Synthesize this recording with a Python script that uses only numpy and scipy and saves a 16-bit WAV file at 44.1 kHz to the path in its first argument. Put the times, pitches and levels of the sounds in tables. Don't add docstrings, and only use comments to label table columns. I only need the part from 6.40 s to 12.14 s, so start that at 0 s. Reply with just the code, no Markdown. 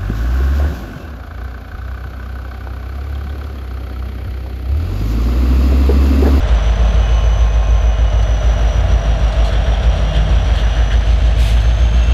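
import sys
import numpy as np
from scipy import signal
from scipy.fft import rfft, irfft, next_fast_len
from scipy.io import wavfile
from scipy.ndimage import uniform_filter1d

SR = 44100
rng = np.random.default_rng(int(sys.argv[2]) if len(sys.argv) > 2 else 0)


def to_wav(s):
    ch = np.atleast_2d(s).T
    pcm = np.round(np.clip(ch, -1, 1) * 32767)
    wavfile.write(sys.argv[1], SR, pcm.astype(np.int16))


N = 253034
T = np.arange(N) / SR

# time in seconds, firings per second.
FIRING_RATE = [(0, 51.95), (.362, 53.4), (.762, 53.88), (1.762, 53.06), (2.562, 51.74), (3.262, 50.9),
               (4.162, 51.77), (4.862, 53.93), (5.74, 57.42)]
# when a cylinder fires, counted in firing intervals, strength in dB.
CYLINDERS = [(.79, -6.1), (1.48, -1.9), (2.7, -3.1), (3.82, -.1), (4.59, 3.5), (5.64, .2), (6.47, -.3),
             (7.58, .7)]
# time in seconds, then relative levels in dB of
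PASSING_LEVELS = [(0.0, -34, -28.5, -34, -34.5), (0.6, -34.5, -28.5, -36, -36), (1.4, -37.5, -30, -38, -39),
                  (2.1, -32, -29, -35.5, -36), (3.3, -32, -28, -35.5, -35), (4.2, -33, -30, -36, -34.5),
                  (4.85, -32.5, -31.5, -40, -34), (5.74, -33, -31.5, -37, -34.5)]
# frequency in Hz, gain in dB.
STACK_COLOUR = [(20, -38.8), (38, -28.8), (46, -2.6), (54, 6), (62, 2.8), (70, -6.3), (80, -13), (110, -13),
                (160, -24), (250, -43), (400, -37.5), (900, -69)]
RUMBLE_COLOUR = [(15, -29), (35, -38.5), (60, -13.5), (85, 6), (125, 3), (190, -1.5), (270, -6.5),
                 (350, -10), (600, -40)]
ROAR_COLOUR = [(250, -10.5), (350, -13), (420, -3.5), (510, -0.5), (560, -3), (610, 2.5), (670, 1),
               (740, -2), (900, -9.5), (1100, -11), (1800, -25.5)]
BLOCK_COLOUR = [(600, -22), (950, -4), (1250, 0), (1550, 0.5), (1780, -2.5), (2100, -5), (2600, -19.5),
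                (4000, -27)]
HISS_COLOUR = [(1500, -23), (2300, 0), (2700, 0.5), (3250, 2), (3650, -2), (4200, -6), (4900, -12),
               (5700, -13), (7000, -19), (9000, -24.5), (11000, -32.5), (13000, -42), (15500, -45)]
# multiple of its cycle rate, relative level in dB.
TRAILING_NOTES = [(11, -50), (13, -31.5), (14, -39.5), (15, -30.5), (16, -37), (17, -37), (18, -31.5),
                  (19, -40), (20, -30.5), (21, -41), (22, -49), (24, -39), (27, -63), (32, -38),
                  (39, -44.5)]
# time in seconds, level in dB.
WHISTLE_LEVELS = [(0, -51), (.35, -45.5), (.9, -45), (1.2, -46.5), (1.45, -44), (1.7, -48), (1.95, -43),
                  (2.45, -44.5), (2.7, -47.5), (3.4, -47.5), (3.8, -47.5), (4.5, -45.5), (4.87, -51.5),
                  (5.3, -46.5), (5.74, -45)]
# multiple of the cycle rate, peak time and spread in seconds, level in dB.
GEAR_TONES = [(68, .4, .9, -43), (375, .58, .3, -46), (441, .75, .35, -41), (159, 1.1, .9, -41),
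              (375, 1.33, .38, -45), (441, 1.8, .55, -44), (92, 2.0, .45, -36.5), (104, 2.85, 1.0, -35),
              (441, 2.85, .45, -45), (441, 3.72, .2, -44), (441, 4.3, .45, -42), (375, 5.05, .35, -48),
              (441, 5.65, .4, -44), (375, 5.68, .22, -40.5)]
# start in seconds, relative tick and ring levels in dB.
CLINKS = [(.072, -40, -70), (.356, -45, -70), (.57, -50, -58), (1.822, -36, -69), (2.79, -41, -70),
          (2.876, -38, -66), (2.92, -33, -66), (3.042, -32, -39), (3.075, -37, -52), (3.125, -35, -64),
          (3.423, -40, -70), (3.56, -37, -60), (3.61, -42, -62), (3.758, -33, -52), (4.047, -43, -70),
          (4.153, -33, -41), (4.185, -36, -50), (4.254, -47, -66), (4.38, -41, -66), (4.528, -34, -68),
          (4.656, -41, -70), (4.683, -42, -56), (4.78, -38, -67), (4.858, -39, -62), (5.203, -38, -43),
          (5.564, -40, -70), (5.633, -36, -66)]
# pitch in Hz, relative level in dB, seconds to fade by 60 dB.
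STEEL_NOTES = [(3355, 13, .22), (4177, 13, .2), (4435, 9, .18), (6455, 2, .22), (7310, -1, .2),
               (7925, -2, .16), (9650, -5, .16), (9970, -5, .16), (10790, -4, .22), (12230, -9, .14),
               (12710, -5, .22), (13600, -9, .14)]
# frequency in Hz, gain in dB.
TICK_COLOUR = [(1200, -5), (2800, -2), (4200, 7), (5500, -4), (8500, -6.5), (11000, -23), (15500, -31)]
# pitch in Hz, width in Hz.
WHEEL_NOTES = [(1690, 230), (3280, 290)]
# peak time and spread in seconds, level in dB.
GRINDS = [(4.6, 1, -39.5), (3.62, 1, -41.5)]
# peak time and spread in seconds, low and high note levels in dB.
SCRAPES = [(3.15, 0.038, -34, -35), (3.284, 0.019, -31.5, -40), (3.347, 0.01, -45, -33),
           (3.433, 0.0092, -51, -36), (3.77, 0.034, -36, -31.5), (4.17, 0.049, -38, -34),
           (4.39, 0.057, -34, -46), (4.529, .027, -26.5, -35), (5.186, 0.012, -40, -31)]
# frequency in Hz, gain in dB.
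SPIT_COLOUR = [(1200, -9), (2200, 3), (3600, 3.5), (5000, -6), (7500, -9), (10000, -12.5), (12500, -15.5),
               (15500, -22)]


def undb(db):
    return 10 ** (np.asarray(db) / 20)


def unit(x):
    return x / np.sqrt(np.mean(x ** 2))


def curve(table, column=1):
    rows = np.array(table)
    return np.interp(T, rows[:, 0], rows[:, column])


def swell(at, spread):
    return np.exp(-((T - at) / spread) ** 2)


def noise():
    return rng.standard_normal(N)


def drift(rate):
    step = int(SR / rate)
    stairs = np.repeat(rng.standard_normal(N // step + 1), step)
    return unit(uniform_filter1d(stairs, step)[:N])


def colour(x, points):
    size = next_fast_len(N + SR // 2) * 2
    hz, db = np.transpose(points)
    freqs = np.maximum(np.arange(size // 2 + 1) * SR / size, 1)
    gain = undb(np.interp(np.log(freqs), np.log(hz), db, right=db.min() - 29))
    cepstrum = irfft(np.log(gain))
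    cepstrum[1:size // 2] *= 2
    cepstrum[size // 2 + 1:] = 0
    return unit(irfft(rfft(x, size) * np.exp(rfft(cepstrum)))[:len(x)])


def band(hz, width_hz):
    freqs = np.arange(N // 2 + 1) * SR / N
    return unit(irfft(rfft(noise()) / (1 + ((freqs - hz) / width_hz) ** 2), N))


def firings(cycles, scatter_db, jitter):
    moment, db = np.transpose(CYLINDERS)
    starts = np.arange(-2, int(cycles[-1]) + 1)[:, None]
    chance = rng.standard_normal((len(starts), 2, len(db)))
    when = (starts + (moment + jitter * chance[:, 0]) / len(db)).ravel()
    strength = undb(db + scatter_db * chance[:, 1]).ravel()
    lead_in = cycles[0] + (cycles[1] - cycles[0]) * np.arange(-SR, 0)
    pulses = np.zeros(SR + N + 1)
    np.add.at(pulses, np.searchsorted(np.r_[lead_in, cycles], when), strength)
    return pulses[:-1]


def gas_flow(pulses, decay_s):
    flow = signal.lfilter([1], [1, -np.exp(-1 / (SR * decay_s))], pulses)[SR:]
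    return flow / flow.mean()


def clatter(cycles, repeat):
    size = int(N / cycles[-1])
    pattern = rng.standard_normal(size)[(cycles % 1 * size).astype(int)]
    return np.sqrt(repeat) * pattern + np.sqrt(1 - repeat) * noise()


def leading_engine(cycles, pulses):
    flow = gas_flow(pulses, decay_s=0.02)
    boom = colour(pulses, STACK_COLOUR)[SR:] * undb(-12)
    rumble = colour(clatter(cycles, repeat=0.27) * flow ** 0.65, RUMBLE_COLOUR)
    rumble *= undb(curve(PASSING_LEVELS, column=1) + 4.5)
    roar = colour(clatter(cycles, repeat=0.55) * flow ** 0.27, ROAR_COLOUR)
    roar *= undb(curve(PASSING_LEVELS, column=2) + 0.73)
    block = colour(clatter(cycles, repeat=0.12) * flow ** 0.21, BLOCK_COLOUR)
    block *= undb(curve(PASSING_LEVELS, column=3) + 1.35 + 0.24 * drift(30))
    hiss = colour(noise() * flow ** 0.32, HISS_COLOUR)
    hiss *= undb(curve(PASSING_LEVELS, column=4) - 0.8 + drift(40) / 2)
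    return boom + rumble + roar + block + hiss


def trailing_engine(cycles, flutter_db, swell_db, nearest_s):
    notes = 0
    for multiple, db in TRAILING_NOTES:
        level = undb(db + flutter_db * drift(3.04))
        notes += level * np.sin(2 * np.pi * (multiple * cycles + rng.random()))
    return notes * undb(swell_db * swell(nearest_s, 0.52))


def turbocharger(cycles, pulses, blur, overtone_db):
    multiple, warble_hz, wander_hz, width_hz = 910, 75, 14, 100
    kick = np.cos(2 * np.pi * len(CYLINDERS) * cycles) * (1 + .3 * drift(30))
    bend = np.cumsum(warble_hz * kick + wander_hz * drift(25)) / SR
    phase = 2 * np.pi * (multiple * cycles + bend)
    whistle = 0
    for ratio, db in ((0.99, 0), (1.97, overtone_db)):
        tone = (1 + blur * band(0, ratio * width_hz)) * np.cos(ratio * phase)
        tone += blur * band(0, ratio * width_hz) * np.sin(ratio * phase)
        whistle += undb(db) * tone
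    throb = gas_flow(pulses, decay_s=0.011) ** 0.24
    return unit(whistle * throb) * undb(curve(WHISTLE_LEVELS))


def gears(cycles, wobble, flutter_db):
    tones = 0
    for multiple, at, spread, db in GEAR_TONES:
        tone = np.sqrt(2) * np.sin(2 * np.pi * multiple * cycles + wobble * drift(24))
        tones += tone * undb(db + flutter_db * drift(12)) * swell(at, spread)
    return tones


def loose_fittings(tick_s, tick_rise_s, ring_rise_s, ring_width_hz):
    ticks, rings = np.zeros(N), np.zeros(N)
    blur_step = np.sqrt(2 * np.pi * ring_width_hz / SR)
    for at, tick_db, ring_db in CLINKS:
        live = (T > at) & (T < at + .5)
        age = T[live] - at
        ticks[live] += undb(tick_db) * (1 - np.exp(-age / tick_rise_s)) * np.exp(-age / tick_s)
        onset = 1 - np.exp(-age / ring_rise_s)
        for hz, note_db, fade_s in STEEL_NOTES:
            strength_db = ring_db + note_db - 5 + 2 * rng.standard_normal()
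            blur = np.cumsum(rng.standard_normal(SR)[:len(age)]) * blur_step
            level = undb(strength_db - 60 * age / fade_s) * onset
            rings[live] += level * np.sin(2 * np.pi * hz * age + blur)
    return rings + ticks * colour(noise(), TICK_COLOUR)


def wheel_rims(chatter_db):
    ringing = 0
    for note, ((hz, width), (at, spread, db)) in enumerate(zip(WHEEL_NOTES, GRINDS)):
        grind = swell(at, spread) * undb(db + chatter_db * drift(45))
        scrapes = sum(swell(when, span) * undb(levels[note]) for when, span, *levels in SCRAPES)
        ringing += band(hz, width) * np.hypot(grind, scrapes)
    return ringing


def air_valve(start_s, rise_s, hold_s, level_db, echo_db, echo_s):
    age = T - start_s
    opening = np.clip(age / rise_s, 0, 1)
    closing_s = np.maximum(age - rise_s - hold_s, 0)
    jet = opening * undb(level_db - 190 * closing_s)
    linger = np.exp(-1 / (SR * echo_s))
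    echo = np.sqrt(signal.lfilter([1 - linger], [1, -linger], jet ** 2)) * undb(echo_db)
    return colour(noise(), SPIT_COLOUR) * np.hypot(jet, echo)


def scene():
    cycles = np.cumsum(curve(FIRING_RATE)) / SR / len(CYLINDERS)
    slower_cycles = .745 * cycles
    pulses = firings(cycles, scatter_db=1.3, jitter=0.012)
    mix = leading_engine(cycles, pulses)
    mix += trailing_engine(slower_cycles, flutter_db=5.5, swell_db=4.5, nearest_s=3.9)
    mix += turbocharger(cycles, pulses, blur=.75, overtone_db=-21.5)
    mix += gears(cycles, wobble=.45, flutter_db=2.2)
    mix += loose_fittings(tick_s=.014, tick_rise_s=.003, ring_rise_s=.018, ring_width_hz=70)
    mix += wheel_rims(chatter_db=3.0)
    mix += air_valve(start_s=4.968, rise_s=0.037, hold_s=0.09, level_db=-31, echo_db=-7.5, echo_s=0.053)
    return mix[None]


def record(dry):
    ceiling, knee, fade_in_s, top_hz = .76, 5, .006, 15700
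    rounded = dry / (1 + np.abs(dry / ceiling) ** knee) ** (1 / knee)
    fade_in = np.minimum(T / fade_in_s, 1)
    treble_cut = signal.ellip(10, .2, 80, top_hz, fs=SR, output="sos")
    return signal.sosfilt(treble_cut, rounded * fade_in)


dry = scene()
out = record(dry)
to_wav(out)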